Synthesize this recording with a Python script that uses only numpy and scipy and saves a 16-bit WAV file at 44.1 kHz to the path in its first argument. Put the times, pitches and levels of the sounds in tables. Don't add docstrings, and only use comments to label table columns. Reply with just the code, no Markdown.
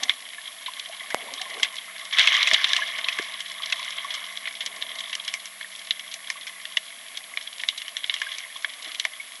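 import sys
import numpy as np
from scipy import signal
from scipy.fft import rfft, irfft
from scipy.io import wavfile
from scipy.ndimage import uniform_filter1d

SR = 44100
rng = np.random.default_rng(int(sys.argv[2]) if len(sys.argv) > 2 else 0)


def unload_wav(signal):
    wavfile.write(
        sys.argv[1],
        SR,
        np.round(np.clip(np.atleast_2d(signal).T, -1, 1) * 32767).astype(np.int16),
    )


N = 414540
TIME = np.arange(N) / SR


# (time [s], level before a common trim [dB], pitch [Hz],
#              treble above 4.5 kHz relative to that level [dB], ring time [s])
NEAR_SNAPS = [(0.0327, -23.5, 3650, -3, 0.0039), (0.0946, -14.5, 3130, -19, 0.0012),
              (0.345, -42, 2200, -25, 0.0034), (0.66, -29.5, 3160, -28, 0.019),
              (0.735, -37.5, 3400, -18, .0025), (0.7946, -30.5, 3970, -11, 0.0036),
              (1.103, -32.5, 1810, -10, 0.0084), (1.3375, -34, 3650, -2.5, 0.0012),
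              (1.4142, -28.5, 3170, -8, .003), (1.5966, -35.5, 1520, -10, 0.0033),
              (1.6298, -16, 2940, -9.5, 0.0053), (1.645, -29.5, 2620, -16, 0.0095),
              (2.1848, -16.5, 2720, -16, 0.0021), (2.1937, -15, 3200, -14, 0.0011),
              (2.2722, -16, 2600, -14, .0028), (2.2837, -20, 3500, -20, 0.001),
              (2.352, -31, 2980, -14, 0.005), (2.4278, -19, 3780, -15, .004),
              (2.4718, -21, 2420, -11, 0.0059), (2.5125, -18, 1820, -22, 0.0011),
              (2.534, -24.5, 2600, 0, 0.0026), (2.5415, -14, 3000, -16.5, 0.0046),
              (2.6421, -15.5, 3240, -18.5, .004), (2.7321, -18, 3450, -10, 0.0015),
              (2.7635, -20.5, 3000, -9.5, 0.0028), (2.985, -28.5, 1880, -14, .006),
              (3.0422, -26.5, 3780, -21, 0.0049), (3.084, -22.5, 2490, -13.5, 0.0065),
              (3.186, -25, 1740, -14.5, 0.0032), (3.4036, -29, 3230, -8, 0.0027),
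              (3.658, -32.5, 3830, -6, 0.0032), (3.7231, -21.5, 2650, -12, 0.0038),
              (3.828, -34.5, 3860, -14, .0019), (3.9826, -29.5, 2860, -30, 0.0027),
              (4.1042, -31, 3000, -24, 0.0053), (4.1387, -29, 3080, -6.5, .008),
              (4.3713, -29.5, 3400, -14, 0.0037), (4.4542, -31.5, 2230, -28, 0.0059),
              (4.4725, -30, 2000, -23, .002), (4.605, -28, 3080, -18, 0.018),
              (4.661, -28, 3150, -3.5, 0.0023), (4.8232, -26.5, 3210, -19, 0.0014),
              (4.9885, -34.5, 3660, -21, .005), (5.004, -31, 3150, -13, .004),
              (5.128, -29, 2780, -14, 0.0079), (5.151, -28.5, 3000, -3.5, 0.0027),
              (5.248, -39, 3200, -3.5, .0025), (5.2788, -26, 3150, -8.5, 0.00086),
              (5.3386, -27.5, 2200, -4, 0.0014), (5.456, -37.5, 3000, 0, 0.0014),
              (5.6102, -34, 1860, -22, 0.0012), (5.907, -19, 3500, -17, 0.0026),
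              (5.9938, -33, 2880, -11, .003), (6.124, -41, 3730, -24, 0.0034),
              (6.1398, -32, 3450, -2.5, 0.0022), (6.3007, -26, 1940, -5.5, 0.0017),
              (6.4675, -35, 2260, -7.5, 0.012), (6.6528, -31.5, 2880, -14, 0.0014),
              (6.7691, -18, 2810, -15, 0.0047), (7.1712, -29, 3440, -8, 0.004),
              (7.372, -26, 2190, -22, 0.0018), (7.597, -35, 2660, -19, .006),
              (7.6351, -27.5, 1930, -18, 0.001), (7.6813, -40, 3000, -10, 0.0023),
              (7.6866, -18.5, 3550, -14, 0.0017), (7.7752, -31.5, 3500, -7, 0.012),
              (7.817, -34.5, 2900, -19, 0.0013), (7.8805, -32.5, 3130, -12, 0.0011),
              (7.9672, -25.5, 3330, -11.5, 0.0011), (8.041, -26, 3100, -23, 0.0015),
              (8.096, -21.5, 2950, -33, 0.0014), (8.139, -25, 3130, -9.5, 0.0034),
              (8.216, -24, 1840, -16, 0.0021), (8.3827, -41.5, 2300, 7, 0.0027),
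              (8.6449, -22.5, 1880, -28, 0.0022), (8.946, -40.5, 2400, -4, 0.0016),
              (8.997, -23, 3840, -8.5, 0.0021), (9.0502, -21.5, 1860, -14.5, 0.0027)]
# (low edge [Hz], high edge [Hz])
SNAP_COLOUR_BANDS = [(500, 1400), (1400, 2600), (2600, 4500), (4500, 10000)]


def snaps():
    echo_db, echo_s = -21, 0.014
    trim_db = 1.5
    ring = housing(between_db=-20.0)
    cracks = []
    for _, _, hz, _, ring_s in NEAR_SNAPS:
        burst = scatter(ring_s, tail_db=echo_db, tail_s=echo_s)
        through_housing = evened(signal.fftconvolve(burst, ring)[:len(burst)])
        direct = burst * np.exp(-TIME[:len(burst)] / 0.0077)
        own_ring = evened(resonate(resonate(direct, hz, cycles=1.6), hz, cycles=1.6))
        cracks.append(through_housing + gain_of(-8.5) * own_ring)
    out = np.zeros(N)
    first = SR // 100
    for k, (lo_hz, hi_hz) in enumerate(SNAP_COLOUR_BANDS):
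        parts = band(np.array(cracks), lo_hz, hi_hz)
        for (s, db, hz, treble_db, _), part in zip(NEAR_SNAPS, parts):
            level = gain_of(db + snap_colour(hz, treble_db)[k])
            add(out, s, level * part / np.sqrt(np.mean(part[:first] ** 2)))
    return gain_of(trim_db) * out


def snap_colour(hz, treble_db):
    below_db, above_db = 12.5, 6.5
    centre_hz = np.sqrt(np.prod(SNAP_COLOUR_BANDS[:-1], axis=1))
    octaves = np.log2(centre_hz / hz)
    bass_fall_db = below_db * np.maximum(-octaves, 0) ** 1.29
    body_db = -bass_fall_db - above_db * np.maximum(octaves, 0)
    return np.append(body_db - body_db.max(), treble_db)


def scatter(ring_s, tail_db, tail_s, size=3000):
    t = np.arange(size) / SR
    cluster = np.exp(-t / ring_s) * (1 - np.exp(-t / 0.00081))
    tail = gain_of(tail_db) * np.exp(-t / tail_s)
    return rng.standard_normal(size) * np.hypot(cluster, tail)


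# (pitch [Hz], width at half amplitude [Hz], relative level [dB])
HOUSING_RESONANCES = [(252, 400, -20.5), (662, 107, -4), (1095, 198, 0), (1797, 290, -2.5),
                      (2129, 355, 5.5), (2946, 410, -1.5), (3313, 490, 4), (3664, 930, -2),
                      (5630, 1900, -8.5), (7900, 5400, -19.5)]


def housing(between_db, size=4096):
    hz = abs(np.fft.fftfreq(size, 1 / SR))
    power = sum((gain_of(db) / (1 + (2 * (hz - f) / width) ** 2)) ** 2 for f, width, db in HOUSING_RESONANCES)
    leak = (gain_of(between_db) / (1 + (hz / 4500) ** 4)) ** 2
    power = power + leak * hz ** 4 / (hz ** 4 + 700 ** 4)
    power = power * hz ** 4 / (hz ** 4 + 130 ** 4)
    log_gain = np.log(power + 1e-10) / 2
    minimum_phase = np.exp(np.conj(signal.hilbert(log_gain)))
    return np.fft.ifft(minimum_phase).real[:size // 2]


# (start time [s], hold [s], level before fizz trims [dB], fade [dB per s])
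BUBBLE_GUSHES = [(2.124, 0.011, -22, 21), (2.188, 0.16, -19.5, 28.5), (8.102, 0.26, -38, 58),
                 (8.845, 0.015, -36.5, 65)]


def gush_level():
    ragged_db = 2.25
    power = np.full(N, 1e-12)
    for s, hold_s, db, fade_db_per_s in BUBBLE_GUSHES:
        rise_s = 0.0035 + 0.043 * hold_s
        faded_db = fade_db_per_s * np.maximum(TIME - s - rise_s - hold_s, 0)
        rise = np.clip((TIME - s) / rise_s, 0, 1)
        power += (rise * gain_of(db - np.minimum(faded_db, 100))) ** 2
    return 10 * np.log10(power) + ragged_db * drift(per_s=43)


# (time [s], level before fizz trims [dB])
STEADY_FIZZ = [(0, -37), (0.25, -45.5), (0.5, -43.5), (1.05, -40), (1.5, -37), (1.85, -42.5), (2.7, -34),
               (3.15, -34), (3.46, -40), (3.75, -34.5), (4.2, -35), (4.5, -43.5), (5.05, -38), (5.5, -45.5),
               (6.6, -44.5), (7.05, -47), (8.5, -44.5), (9.4, -46)]


def steady_level():
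    level_db, = follow(STEADY_FIZZ)
    return level_db


def fizz(level_db, coarse_db, blur_db, between_db, spray_db):
    grains = swarm(lo_hz=580, hi_hz=8500, cycles=3.2, per_s=140, spread_db=4.8, most=3.3, count=32)
    blur = gain_of(blur_db) * rng.standard_normal(N)
    water = signal.oaconvolve(grains + blur, housing(between_db))[:N]
    water /= np.sqrt(uniform_filter1d(water ** 2, SR // 5))
    coarse = evened(band(water, 453, 1366, order=4)) * gain_of(coarse_db + 0.5)
    fine = evened(band(water, 1400, 4180, order=4)) * gain_of(level_db - 1.93)
    spray = evened(band(water, 4030, 6300, order=2)) * gain_of(level_db + spray_db)
    return coarse + fine + spray


def swarm(lo_hz, hi_hz, cycles, per_s, spread_db, most, count):
    out = np.zeros(N)
    for hz in np.geomspace(lo_hz, hi_hz, count):
        clumps = gain_of(3.5 * drift(per_s=18))
        out += resonate(clumps * clicks(per_s, spread_db, most), hz, cycles)
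    return evened(out)


def crackle(level_db, count=10):
    ring = housing(between_db=-65)
    out = np.zeros(N)
    clusters = gain_of(2.5 * np.clip(drift(per_s=9), -2, 1.2))
    for hz in np.geomspace(1700, 5800, count):
        burst = scatter(.0018, tail_db=-16, tail_s=.009)
        tick = band(signal.fftconvolve(burst, ring), hz / 1.28, hz * 1.53, order=2)
        hits = clusters * clicks(per_s=7, spread_db=5.5, most=2)
        out += signal.oaconvolve(hits, tick)[:N]
    busy_db = .55 * (level_db - np.median(level_db))
    return evened(out) * gain_of(-43 + busy_db)


# (time [s], pitch [Hz], peak level before a common trim [dB], ring time [s])
LARGE_BUBBLES = [(0.02, 260, -52, 0.0077), (0.025, 770, -39.5, 0.0046), (0.382, 1730, -32.5, 0.0031),
                 (0.683, 1020, -30, .0031), (0.895, 665, -37, 0.0038), (1.007, 2020, -30.5, .002),
                 (1.122, 2040, -33, 0.003), (1.285, 950, -37, 0.0027), (1.319, 563, -41.5, .0033),
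                 (1.324, 273, -50, 0.0082), (1.397, 1760, -33, .0014), (1.406, 744, -40.5, 0.0081),
                 (1.46, 1047, -39, 0.0054), (1.576, 450, -41, 0.0025), (1.599, 440, -44, .0025),
                 (2.526, 652, -32, .0055), (2.734, 1710, -22, 0.0024), (2.787, 1040, -30.5, .004),
                 (2.819, 1690, -21, 0.0037), (3.196, 390, -28.5, 0.0017), (4.046, 1105, -27.5, 0.0036),
                 (5.645, 1860, -30, 0.0014), (7.338, 2100, -31, 0.0016), (6.355, 1125, -41, 0.0046),
                 (8.267, 1620, -29.5, 0.0031), (8.559, 1080, -38, 0.0022), (8.866, 307, -54, 0.0069),
                 (9.198, 2200, -29.5, 0.0042)]


def bubbles(size=2600):
    trim_db = 3.0
    out = np.zeros(N)
    t = np.arange(size) / SR
    for s, hz, db, ring_s in list(LARGE_BUBBLES) + stray_bubbles():
        age = t / ring_s
        swell = age * np.exp(1 - age)
        creep = 1 + 0.47 * (t - ring_s)
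        add(out, s, gain_of(db) * swell * np.sin(2 * np.pi * hz * t * creep))
    return gain_of(trim_db) * out


def stray_bubbles(count=18):
    low_hz, high_hz = 597, 2260
    low_db, db_per_octave, low_ring_s = -51, 6.5, .004
    when, size = rng.random((count, 2)).T
    octaves = size * np.log2(high_hz / low_hz)
    hz = low_hz * 2 ** octaves
    ring_s = low_ring_s / np.sqrt(2 ** octaves)
    return list(zip(when * N / SR, hz, low_db + db_per_octave * octaves, ring_s))


# (time [s], peak level [dB], pitch [Hz], ring time [s])
HOUSING_KNOCKS = [(1.1456, -3, 630, 0.00061), (2.53, -30, 153, 0.0016)]


def knocks():
    out = np.zeros(N)
    t = np.arange(SR // 20) / SR
    for s, db, hz, ring_s in HOUSING_KNOCKS:
        swing = np.exp(-t / ring_s) * np.sin(2 * np.pi * hz * t)
        push = np.diff(swing)
        add(out, s, gain_of(db) * push / abs(push).max())
    return out


# (middle time [s], half length [s], level before the rumble's trim [dB])
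WATER_SWIRLS = [(0.0, 0.1, -57), (1.24, 0.1, -53), (1.57, 0.08, -53), (2.764, 0.4, -60.5),
                (4.78, 0.18, -59), (7.3, 0.12, -67), (8.87, 0.019, -58)]
# (frequency [Hz], relative level per Hz [dB])
WASH_SPECTRUM = [(30, -25), (80, -18.5), (150, -12), (265, 0.5), (400, -16.5), (660, 9), (1000, -12.5),
                 (1800, -18)]


def wash():
    calm_db = -64.5
    swirls_db = [db - 20 * np.log10(1 + ((TIME - s) / half_s) ** 4) / 2 for s, half_s, db in WATER_SWIRLS]
    level_db = together(calm_db, *swirls_db)
    eddies = clicks(per_s=1500, spread_db=3.5, most=3.5)
    blobs = swarm(lo_hz=400, hi_hz=1200, cycles=3, per_s=40, spread_db=3, most=2.5, count=12)
    rumble = gain_of(level_db + 4.5) * coloured(eddies, WASH_SPECTRUM)
    gurgle = band(blobs, 310, 1360) * gain_of(-67.5 + 1.57 * (level_db - calm_db))
    return rumble + gurgle


# (spectral line [Hz], pitch within each scan [Hz])
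WHINE_TONES = [(10413.4, 10450), (10740, 10773), (11228.3, 11269)]
WHINE_LEVELS = [-62.5, -50.5, -55.5]
# (time [s], pitch [Hz], level [dB])
CAMERA_HUM = [(0, 189, -81), (2, 186.7, -71), (3.9, 188, -69), (5.3, 189.8, -70), (7, 185.5, -74.5),
              (8.2, 180.7, -82.5), (9.4, 181.3, -84)]
# (frequency [Hz], relative level per Hz [dB])
HISS_SPECTRUM = [(30, -46), (120, -18), (250, -12), (600, -15.5), (2000, 7.5), (6000, -1), (9800, -1.5),
                 (10800, -4.5), (11600, -35), (12200, -35)]


def electronics():
    scans_per_s = 81.66
    since_scan = TIME % (1 / scans_per_s)
    whine = np.zeros(N)
    for (line_hz, pitch_hz), db in zip(WHINE_TONES, WHINE_LEVELS):
        turns = line_hz * TIME + (pitch_hz - line_hz) * since_scan
        whine += gain_of(db) * evened(np.sin(2 * np.pi * turns))
    whine = band(whine, 8500, 11700, order=3)
    hum_hz, hum_db = follow(CAMERA_HUM)
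    hum = gain_of(hum_db) * evened(np.sin(2 * np.pi * np.cumsum(hum_hz) / SR))
    hiss = gain_of(-48.0) * coloured(rng.standard_normal(N), HISS_SPECTRUM)
    return whine + hum + hiss


def clicks(per_s, spread_db, most):
    at, strength, sign = rng.random((int(per_s * N / SR) + 1, 3)).T
    height_db = spread_db * np.minimum(-np.log(1 - strength), most)
    height = gain_of(height_db) * np.sign(sign - .5)
    return evened(np.bincount((at * N).astype(int), height, N))


def resonate(x, hz, cycles):
    r = np.exp(-hz / cycles / SR)
    feed = np.array([1, 0, -1]) * (1 - r * r) / 2
    return signal.lfilter(feed, [1, -2 * r * np.cos(2 * np.pi * hz / SR), r * r], x)


def drift(per_s):
    knots = rng.standard_normal(int(per_s * N / SR) + 2)
    return np.interp(TIME * per_s, np.arange(len(knots)), knots)


def band(x, lo_hz, hi_hz, order=3):
    edges_hz = [lo_hz, min(hi_hz, SR / 2 - 1)]
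    return signal.sosfilt(signal.butter(order, edges_hz, "band", fs=SR, output="sos"), x)


def coloured(x, points):
    hz, db = np.transpose(points)
    bins_hz = np.fft.rfftfreq(N, 1 / SR)
    curve_db = np.interp(np.log(bins_hz + 1), np.log(hz), db)
    return evened(irfft(rfft(x) * gain_of(curve_db), N))


def follow(rows):
    s, *columns = np.transpose(rows)
    return [np.interp(TIME, s, c) for c in columns]


def add(mix, s, sound):
    part = mix[max(round(s * SR), 0):][:len(sound)]
    part += sound[:len(part)]


def together(*levels_db):
    return 10 * np.log10(sum(gain_of(db) ** 2 for db in levels_db))


def gain_of(db):
    return 10 ** (np.asarray(db) / 20)


def evened(x):
    return x / np.sqrt(np.mean(x ** 2) + 1e-20)


def scene():
    steady_db = steady_level()
    gush_db = gush_level()
    steady = fizz(steady_db, steady_db - 12.5, blur_db=-5.5, between_db=-17.0, spray_db=-15.0)
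    gushes = fizz(gush_db, gush_db - 22, blur_db=-4.5, between_db=-12.5, spray_db=-13)
    far_snaps = crackle(together(steady_db, gush_db))
    water = snaps() + gushes + steady + far_snaps + bubbles()
    return (water + knocks() + wash() + electronics())[None]


def record(dry):
    held = dry / (1 + (dry / .85) ** 8) ** (1 / 8)
    thin = signal.sosfilt(signal.butter(1, 80, "high", fs=SR, output="sos"), held)
    band_limit = signal.firwin(255, 12000, window=("kaiser", 8), fs=SR)
    return signal.oaconvolve(thin, band_limit[None], "same")


dry = scene()
out = record(dry)
unload_wav(out)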